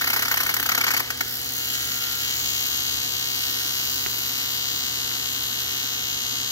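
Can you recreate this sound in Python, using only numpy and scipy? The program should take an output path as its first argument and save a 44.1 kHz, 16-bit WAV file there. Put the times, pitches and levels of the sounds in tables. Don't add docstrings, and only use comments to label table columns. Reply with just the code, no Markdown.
import sys
import numpy as np
from scipy import signal
from scipy.fft import rfft, irfft, next_fast_len
from scipy.io import wavfile
from scipy.ndimage import map_coordinates

SR = 44100
rng = np.random.default_rng(int(sys.argv[2]) if len(sys.argv) > 2 else 0)


def materialize(psi):
    bounded = np.clip(np.atleast_2d(psi).T, -1, 1)
    quanta = np.round(bounded * 32767).astype(np.int16)
    wavfile.write(sys.argv[1], SR, quanta)


N = 287091
T = np.arange(N) / SR
SIZE = next_fast_len(N + SR)
HZ = np.maximum(np.arange(SIZE // 2 + 1) * SR / SIZE, 1)
CYCLE_HZ = 66.478
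PRESENCE_HZ, TREBLE_HZ = 5425, 9180
SPUTTER_END_S = 1.0


def from_db(db):
    return 10 ** (np.asarray(db) / 20)


def rms_one(x):
    return x / np.sqrt(np.mean(x ** 2) + 1e-20)


def read(rows, at):
    first, *columns = np.transpose(rows)
    return np.array([np.interp(at, first, column) for column in columns])


def at_hz(rows):
    return read([(np.log(row[0]), *row[1:]) for row in rows], np.log(HZ))


def above(edge_hz, power):
    return 1 / (1 + (edge_hz / HZ) ** power)


def below(edge_hz, power):
    return 1 / (1 + (HZ / edge_hz) ** power)


def late(ms):
    return np.exp(-2j * np.pi * HZ * ms / 1000)


def shaped(x, response):
    return irfft(rfft(x, SIZE) * response, SIZE)[..., :N]


def coloured(x, spectrum):
    gain = from_db(at_hz(spectrum)[0])
    return shaped(x, gain / gain.mean())


def sudden(x, spectrum):
    gain = from_db(at_hz(spectrum)[0])
    cepstrum = irfft(np.log(gain / gain.mean()), SIZE)
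    cepstrum = cepstrum * (1 + np.sign(SIZE // 2 - np.arange(SIZE)) * (np.arange(SIZE) > 0))
    return shaped(x, np.exp(rfft(cepstrum)))


def clicks(times, sizes):
    spot = np.asarray(times)[:, None] * SR
    taps = np.floor(spot) + np.arange(-8, 9)
    kernel = np.sinc(taps - spot) * np.cos(np.pi * (taps - spot) / 18) ** 2
    places = np.clip(taps, 0, N - 1).astype(int)
    return np.bincount(places.ravel(), (kernel * sizes[:, None]).ravel(), N)


def dying(times, sizes, decay_ms):
    return signal.lfilter([1], [1, -np.exp(-1000 / (decay_ms * SR))], clicks(times, sizes) + 1e-18)


def bursts(times, sizes, decay_ms):
    return dying(times, sizes, decay_ms) * rng.standard_normal(N)


def to_ports(pair, shared):
    left, own = pair
    shared = np.clip(shared, 0, 1)
    return np.array([left, shared * left * late(0.16) + np.sqrt(1 - shared ** 2) * own])


# start in seconds, relative snap level in dB, timing unsteadiness
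# in ms, relative sizzle level in dB, gain of the bright band in dB, left over right in dB.
ARC = [(0.0, -34.5, 0.006, -32.5, -0.5, -2), (0.87, -32, 0.0077, -43, -15, 0.2),
       (1.01, -35, 0.014, -44.5, -3, 1), (1.35, -34, 0.011, -35, 1.5, -2),
       (1.7, -28, 0.028, -32.5, 0, -1.5), (2.1, -28, 0.023, -33, 0.5, -1.5),
       (2.48, -26.5, 0.0045, -37, 3.5, -0.5), (3.1, -27, 0.0056, -39, 3, -0.5),
       (3.7, -26, 0.0066, -36, 1.5, -1), (4.15, -26.5, 0.0046, -35, -0.5, -1),
       (4.9, -26, 0.004, -38, 0.5, -0.3), (5.6, -26.5, 0.004, -39, 0.5, -0.7),
       (6.51, -26.5, 0.0035, -39.5, 0.3, -0.5)]
# time in seconds, lateness in ms.
ARRIVAL = [(2.4, 0), (2.7, -.04), (3.3, .01), (4.2, .07), (4.8, .035), (5.4, -.02), (6.0, -.04),
           (6.51, -.02)]
# time in seconds, gap in ms.
GAP = [(0, 8.38), (.5, 8.27), (1, 7.8), (2.1, 6.7), (2.45, 6.2), (6.51, 6.19)]
# frequency in Hz, relative gain in dB.
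SNAP = [(60, -45), (200, -16), (400, -8.5), (900, -18), (1400, -4), (1700, -9), (2000, -1), (2400, -4),
        (2800, 5.5), (3300, 5), (4000, 6), (5500, -2), (6800, -0.5), (8500, -1), (11000, -4.5),
        (13000, -2.5), (16000, -6)]
# frequency in Hz, relative gain in dB.
SIZZLE = [(150, -41), (2500, -5.5), (6000, -7), (9000, -1.5), (11500, 3), (13000, -2), (16000, 3)]
SPIT_SPREAD_DB = [
    [1.5],
    [1.1],
]
MIDDLE_MS = 3.7
FALLING_DB, FALLING_SIZZLE_DB = -5, 8
FALLING_TREBLE_DB, RISING_TREBLE_DB = -2, -2.5


def arc():
    cycle = np.arange(int(N / SR * CYCLE_HZ) + 1) / CYCLE_HZ
    snap_db, unsteady_ms, sizzle_db = read(ARC, cycle)[:3]
    chance = rng.standard_normal((6, len(cycle)))
    offset_ms = MIDDLE_MS + read(ARRIVAL, cycle) + read(GAP, cycle) * [[-.5], [.5]]
    falling, rising = cycle + (offset_ms + np.abs(unsteady_ms) * chance[:2]) / 1000
    spread_db = .5 + 70 * np.abs(unsteady_ms)
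    treble = above(TREBLE_HZ, 8)
    falling_snaps = clicks(falling, -from_db(snap_db + FALLING_DB + spread_db * chance[2]))
    rising_snaps = clicks(rising, from_db(snap_db + spread_db * chance[3]))
    snaps = shaped(falling_snaps, from_db(FALLING_TREBLE_DB * treble))
    snaps = snaps + shaped(rising_snaps, from_db(RISING_TREBLE_DB * treble))
    sizes = from_db(sizzle_db + [[FALLING_SIZZLE_DB], [0]] + SPIT_SPREAD_DB * chance[4:])
    spray = spits(falling, sizes[0]) + spits(rising, sizes[1])
    buzz = from_db(21.5) * coloured(snaps, SNAP) + from_db(11.0) * coloured(spray, SIZZLE)
    return buzz, glide(falling, snap_db)


SPIT_MEMORY, SPIT_MS = 0.96, 0.8


def spits(times, sizes):
    fresh = rng.standard_normal((len(times) + 100, 256))
    shapes = signal.lfilter([np.sqrt(1 - SPIT_MEMORY ** 2)], [1, -SPIT_MEMORY], fresh, axis=0)[100:]
    shapes = signal.resample(shapes, 2048, axis=1)
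    last = np.maximum(np.searchsorted(times, T) - 1, 0)
    since = T - times[last]
    envelope = (since >= 0) * sizes[last] * np.exp(-1000 * np.abs(since) / SPIT_MS)
    return envelope * shapes[last, np.clip(since * SR * 8, 0, 2047).astype(int)]


# start in seconds,
# end in seconds, start frequency in Hz, end frequency in Hz, relative level in dB.
GLIDE = [(1.1, 1.6, 13300, 7200, -13), (2.7, 5.2, 8700, 17000, -7), (4.4, 6.9, 12950, 17000, -17),
         (4.7, 6.7, 12300, 12550, -0.5), (0.89, 6.3, 13000, 12000, -4)]


def glide(times, snap_db):
    bands = 0
    since = T - times[np.maximum(np.searchsorted(times, T) - 1, 0)]
    for start, end, start_hz, end_hz, level_db in GLIDE:
        way = np.clip((T - start) / (end - start), 0, 1)
        hz = start_hz + (end_hz - start_hz) * way
        bands = bands + from_db(level_db) * np.sin(np.pi * way) * np.sin(2 * np.pi * hz * since)
    return dying(times, from_db(snap_db), decay_ms=1.8) * bands


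# frequency in Hz, relative gain in dB.
POP = [(30, -60), (100, -22), (250, -2.5), (500, 0), (800, 0), (1100, 1.5), (1500, 0.5), (1800, 3),
       (2100, 3), (3000, -4), (4500, -3.5), (7000, -9), (12000, -5), (16000, -19.5)]
RASP_DB, CRACK_DB = -21, -14


def sputter():
    s, peak_db, spray_db = pop_train()
    pops = clicks(s, -from_db(peak_db)) + bursts(s, from_db(peak_db + RASP_DB), decay_ms=2.25)
    cracks = clicks(s, -from_db(peak_db + CRACK_DB))
    spray = bursts(s, from_db(peak_db + spray_db), decay_ms=1.47)
    return sudden(pops, POP) + coloured(cracks + spray, SIZZLE)


# time in seconds,
# relative level in dB, treble spray against that level in dB.
STRIKES = [(0.0115, -5, -8), (0.0188, -4.5, -14), (0.042, -2.5, -17), (0.0721, -1.5, -19),
           (0.0744, -6, -11), (0.0773, -8, -13), (0.1011, -2, -12), (0.1045, -8, -17), (0.132, -0.5, -14),
           (0.139, -6, -12), (0.1626, -1, -14), (0.1694, -6, -11), (0.1928, -3.5, -14), (0.2226, -3, -9),
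           (0.2288, -4, -16), (0.2516, -5.5, -14.1), (0.2556, -4.5, -15.9), (0.2817, -3, -10),
           (0.3129, -3, -10), (0.315, -3.5, -13.0), (0.3194, -13, -15.4), (0.3224, -10, -7),
           (0.3411, -2, -10), (0.372, -1.5, -12), (0.3768, -5, -14), (0.4025, -4.5, -16), (0.4052, -9, -8),
           (0.4093, -6.5, -12), (0.4323, -4.5, -5), (0.4637, -4.5, -12), (0.466, -8.5, -7),
           (0.492, -3.5, -11), (0.4958, -11, -13), (0.4992, -7, -7), (0.511, -12, -16), (0.54, -5.5, -3.5),
           (0.5431, -13, -4), (0.5665, -3.5, -10), (0.598, -5, -6), (0.6277, -4, -8), (0.6581, -6.6, -16),
           (0.6612, -10, -4), (0.6628, -8, -14.8), (0.69, -3, -13), (0.6915, -5, -11), (0.6956, -5, -25),
           (0.7181, -1.2, -17), (0.7217, -16, -15.9), (0.7234, -9, -15.2), (0.7491, -1, -13),
           (0.7777, -2, -12), (0.782, -7, -17), (0.7842, -9, -17), (0.808, -8, -8), (0.8116, -1.5, -23),
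           (0.816, -12, -19), (0.8395, 0, -23), (0.8437, -5, -14), (0.867, -1.5, -16), (0.8733, -7, -20),
           (0.8798, -1.5, -19), (0.887, -7, -20), (0.9057, -4, -10), (0.9129, -4.5, -7), (0.937, -4, -10),
           (0.944, -1.7, -22), (0.966, -3, -14.3), (0.9739, -3, -10), (0.9959, -6, -6), (1.0027, -3, -18),
           (1.1039, -3.5, -18), (1.1065, -18, -11), (1.2081, -1.5, -14), (1.2108, -17, -10),
           (3.6104, -16, -20)]
AFTER_FROM_MS, AFTER_TO_MS = 3, 12
AFTER_DB, AFTER_SPREAD_DB = -14, 2.5
AFTER_SPRAY_DB = -21


def pop_train():
    s, peak_db, spray_db = np.transpose(STRIKES)
    after = s + rng.uniform(AFTER_FROM_MS, AFTER_TO_MS, len(s)) / 1000
    crackle_db = peak_db + AFTER_DB + AFTER_SPREAD_DB * rng.standard_normal(len(s))
    heard = s < SPUTTER_END_S
    crackle_spray_db = np.full(heard.sum(), AFTER_SPRAY_DB)
    return np.r_[s, after[heard]], np.r_[peak_db, crackle_db[heard]], np.r_[spray_db, crackle_spray_db]


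# delay in ms, then the signed gains (linear) of the body,
# of the presence band and of the treble.
LEFT_PATHS = [(0.0, -0.28, -0.17, -0.23), (0.092, 0.83, -0.031, 0.47), (0.384, -0.49, 0.42, 0.45),
              (0.588, -0.24, 0.65, -0.49), (0.912, 0.35, -0.0023, -0.23), (1.232, -0.27, 0.15, 0.13),
              (2.0, -0.24, 0.28, -0.18), (2.184, -0.3, -0.032, -0.096), (2.452, -0.59, 1.11, 0.098),
              (2.544, -0.0056, -0.27, -0.55), (2.64, -0.57, 0.44, 0.27), (2.812, -0.17, -0.54, 0.53),
              (3.056, -0.31, 0.3, 0.0062), (3.452, -0.26, -0.028, -0.22), (3.512, -0.56, 0.057, -0.19),
              (3.704, -0.023, -0.13, 0.42), (4.232, 0.21, 0.47, -0.099), (4.62, 0.27, -0.17, 0.36),
              (6.236, -0.36, -0.1, -0.1), (6.6, -0.016, -0.32, -0.15), (7.208, -0.19, -0.0068, 0.16),
              (8.576, 0.33, 0.11, 0.17)]
RIGHT_PATHS = [(0.116, -0.16, 0.27, -0.12), (0.54, -0.28, -0.14, -0.24), (0.808, 0.21, 0.34, 0.076),
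               (1.528, 0.052, 0.085, 0.062), (2.244, 0.2, 0.072, -0.063), (2.472, 0.29, 0.035, 0.039),
               (2.84, -0.0025, 0.28, -0.11), (3.5, 0.49, 0.081, 0.051), (3.56, 0.15, 0.59, -0.027),
               (3.86, -0.054, -0.28, 0.23), (3.956, -0.0038, -0.3, 0.12), (4.516, 0.15, -0.26, 0.033),
               (5.972, -0.0017, 0.069, -0.029), (6.44, -0.11, 0.12, -0.11), (6.88, -0.17, 0.075, -0.064),
               (7.136, -0.12, -0.24, -0.027), (7.22, -0.0099, -0.5, 0.022), (8.636, -0.14, 0.2, 0.06)]
LONG_WAVE_HZ, LONG_WAVE_GAIN = 340, 0.89


def near_paths(x):
    upper, top = above(PRESENCE_HZ, 8), above(TREBLE_HZ, 8)
    sides = []
    for paths in (LEFT_PATHS, RIGHT_PATHS):
        sides.append(sum((body * (1 - upper) + presence * (upper - top) + treble * top) * late(ms)
                         for ms, body, presence, treble in paths))
    low = below(LONG_WAVE_HZ, 4)
    return shaped(x, (1 - low) * np.array(sides) + LONG_WAVE_GAIN * low)


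# time in seconds, lateness in ms.
RIGHT_SHIFT = [(0, -0.0069), (3.3, -0.0096), (4.2, 0.0058), (5.2, 0.0084), (6.51, 0.015)]


def moving(pair):
    n = np.arange(N)
    shift = read(RIGHT_SHIFT, n / SR)[0] * SR / 1000
    return np.array([pair[0], map_coordinates(pair[1], [n - shift], order=5)])


FACING_LOW_HZ, FACING_HIGH_HZ = 2070, 2760
FACING_LAG_MS, FACING_GAIN = 0.1903, 0.88


def facing(pair):
    left, right = pair
    band = above(FACING_LOW_HZ, 16) * below(FACING_HIGH_HZ, 16)
    return np.array([left, (1 - band) * right + band * FACING_GAIN * left * late(FACING_LAG_MS)])


# multiple of the cycle,
# left and right level in dB against the snap setting.
DRONE = [(6, -29, -28.5), (11, -26.5, -33), (12, -33, -34), (13, -54, -57), (14, -34, -23), (15, -38, -36),
         (16, -36, -37), (17, -47, -47), (18, -46, -30.5), (19, -39, -33), (21, -25.5, -42), (23, -37, -59)]


def drone():
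    tones = 0
    for k, left, right in DRONE:
        tone = np.sin(2 * np.pi * (round(k) * CYCLE_HZ * T + rng.random()))
        tones = tones + from_db([[left], [right]]) * tone
    return np.sqrt(2) * from_db(read(ARC, T)[0]) * tones


# frequency in Hz, relative gain in dB.
HISS = [(300, -44), (600, -27), (1000, -8), (1800, 4.5), (2500, 9), (3000, 16), (6500, 1.5), (10000, 6),
        (16000, -36)]
HISS_DB, SPUTTER_HISS_DB = -38.5, -35.5
HISS_SHARED = 0.63


def hiss():
    noise = to_ports(rfft(rng.standard_normal((2, SIZE))), HISS_SHARED) * from_db(at_hz(HISS))
    level_db = np.where(T < SPUTTER_END_S, SPUTTER_HISS_DB, HISS_DB)
    return rms_one(irfft(noise, SIZE)[:, :N]) * from_db(level_db)


HALL_T60_S, HALL_DB, HALL_CUT_HZ, HALL_GAP_S = 0.7, -6.5, 7200, 0.006
HALL_SHARED = 0.96


def hall(x):
    t = np.arange(SR) / SR
    tail = rng.standard_normal((2, len(t))) * from_db(-60 * t / HALL_T60_S) * (t > HALL_GAP_S)
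    tail = rfft(rms_one(tail) / np.sqrt(len(t)), SIZE) / np.sqrt(1 + (HZ / HALL_CUT_HZ) ** 2)
    return from_db(HALL_DB) * shaped(x, to_ports(tail, HALL_SHARED))


# frequency in Hz, relative level in dB, 60 dB decay in seconds.
KNOCK = [(270, -23, 0.03), (394, -13.5, 0.02), (920, -29, 0.012), (1400, -14, 0.012), (2040, -4.5, 0.0039),
         (2760, -5.5, 0.0041), (12500, -23, 0.004)]
# time in seconds, relative level in dB.
KNOCKS = [(4.0628, -12.5), (5.1155, -21.5)]
KNOCK_LEAD_MS = 0.16


def knock():
    out = 0
    for s, peak_db in KNOCKS:
        t = np.maximum(T - s + np.array([[0], [KNOCK_LEAD_MS / 1000]]), 0)
        for hz, level_db, t60 in KNOCK:
            out = out + from_db(peak_db + level_db - 60 * t / t60) * np.sin(2 * np.pi * hz * t)
    return out * [[1], [-1]]


# multiple of the hum pitch, left and right rms level in dB before the ports' colour.
HUM = [(1, -51.5, -49), (2, -58, -59), (4, -45, -51), (5, -81, -88), (6, -51.5, -57.5), (8, -89, -60.5),
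       (9, -71, -86)]
WHINE_DB = [
    [-64],
    [-70],
]
# frequency in Hz, relative gain in dB.
FAN = [(20, -42), (35, -8), (52, -1.5), (62, -1), (77, 6), (98, -6), (160, -2), (200, -6), (270, 3.5),
       (400, -8), (600, -5.5), (800, -5), (1500, -13), (3000, -25)]
# frequency in Hz, left-right correlation (1 is identical).
LIKENESS = [(60, .985), (180, .96), (400, .75), (900, .6), (2400, .3)]
HUM_HZ, WHINE_HZ, FAN_DB = 119.9, 15314.3, -45.5


def power_supply():
    hum = 0
    for k, left, right in HUM:
        hum = hum + from_db([[left], [right]]) * np.sin(2 * np.pi * (k * HUM_HZ * T + rng.random()))
    whine = from_db(WHINE_DB) * np.sin(2 * np.pi * WHINE_HZ * T)
    alike = np.clip(at_hz(LIKENESS)[0], -1, 1)
    mid, side = rfft(rng.standard_normal((2, SIZE)))
    rush = np.sqrt(1 + alike) * mid + np.sqrt(1 - alike) * side * [[1], [-1]]
    rush = irfft(from_db(at_hz(FAN)[0]) * rush, SIZE)[:, :N]
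    return np.sqrt(2) * (hum + whine) + from_db(FAN_DB) * rms_one(rush)


GLIDE_DB = [
    [-2],
    [-11.5],
]
BRIGHT_HZ, BRIGHT_OCTAVES = 6000, 0.45
SPUTTER_HALL_DB = -1.5


def scene():
    bright_db, pan_db = read(ARC, T)[3:]
    buzz, bands = arc()
    pops = sputter()
    bright = shaped(buzz, np.exp(-.5 * (np.log2(HZ / BRIGHT_HZ) / BRIGHT_OCTAVES) ** 2))
    buzz = buzz + (from_db(bright_db) - 1) * bright
    room = hall(buzz + from_db(SPUTTER_HALL_DB) * pops)
    torch = moving(near_paths(buzz + pops)) + room + from_db(GLIDE_DB) * bands
    torch = from_db(pan_db * [[.5], [-.5]]) * torch
    torch = irfft(facing(rfft(torch + hiss(), SIZE)), SIZE)[:, :N]
    return torch + drone() + power_supply() + knock()


# frequency in Hz, left and right gain in dB.
PORTS = [(98, 2, 1), (179, 1, -0.5), (406, -6.5, 5), (967, 0.5, -5.5), (1480, 2.5, 10), (3000, 2, 0),
         (6600, 4.5, 8.5), (8640, -2.5, -11), (10810, -1.5, -7), (12000, 4.5, 10), (15900, 4, 10.5)]
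# frequency in Hz, phase in radians.
PORT_PHASE = [(200, 0), (340, .6), (550, 3.1), (1000, 6.28)]
CUTOFF_HZ = 16100


def record(dry):
    ports = from_db(at_hz(PORTS)) * np.exp(-1j * at_hz(PORT_PHASE) * [[0], [1]])
    steep_cut = signal.cheby2(22, 70, CUTOFF_HZ, fs=SR, output="sos")
    return signal.sosfilt(steep_cut, shaped(dry, ports))


dry = scene()
out = record(dry)
materialize(out)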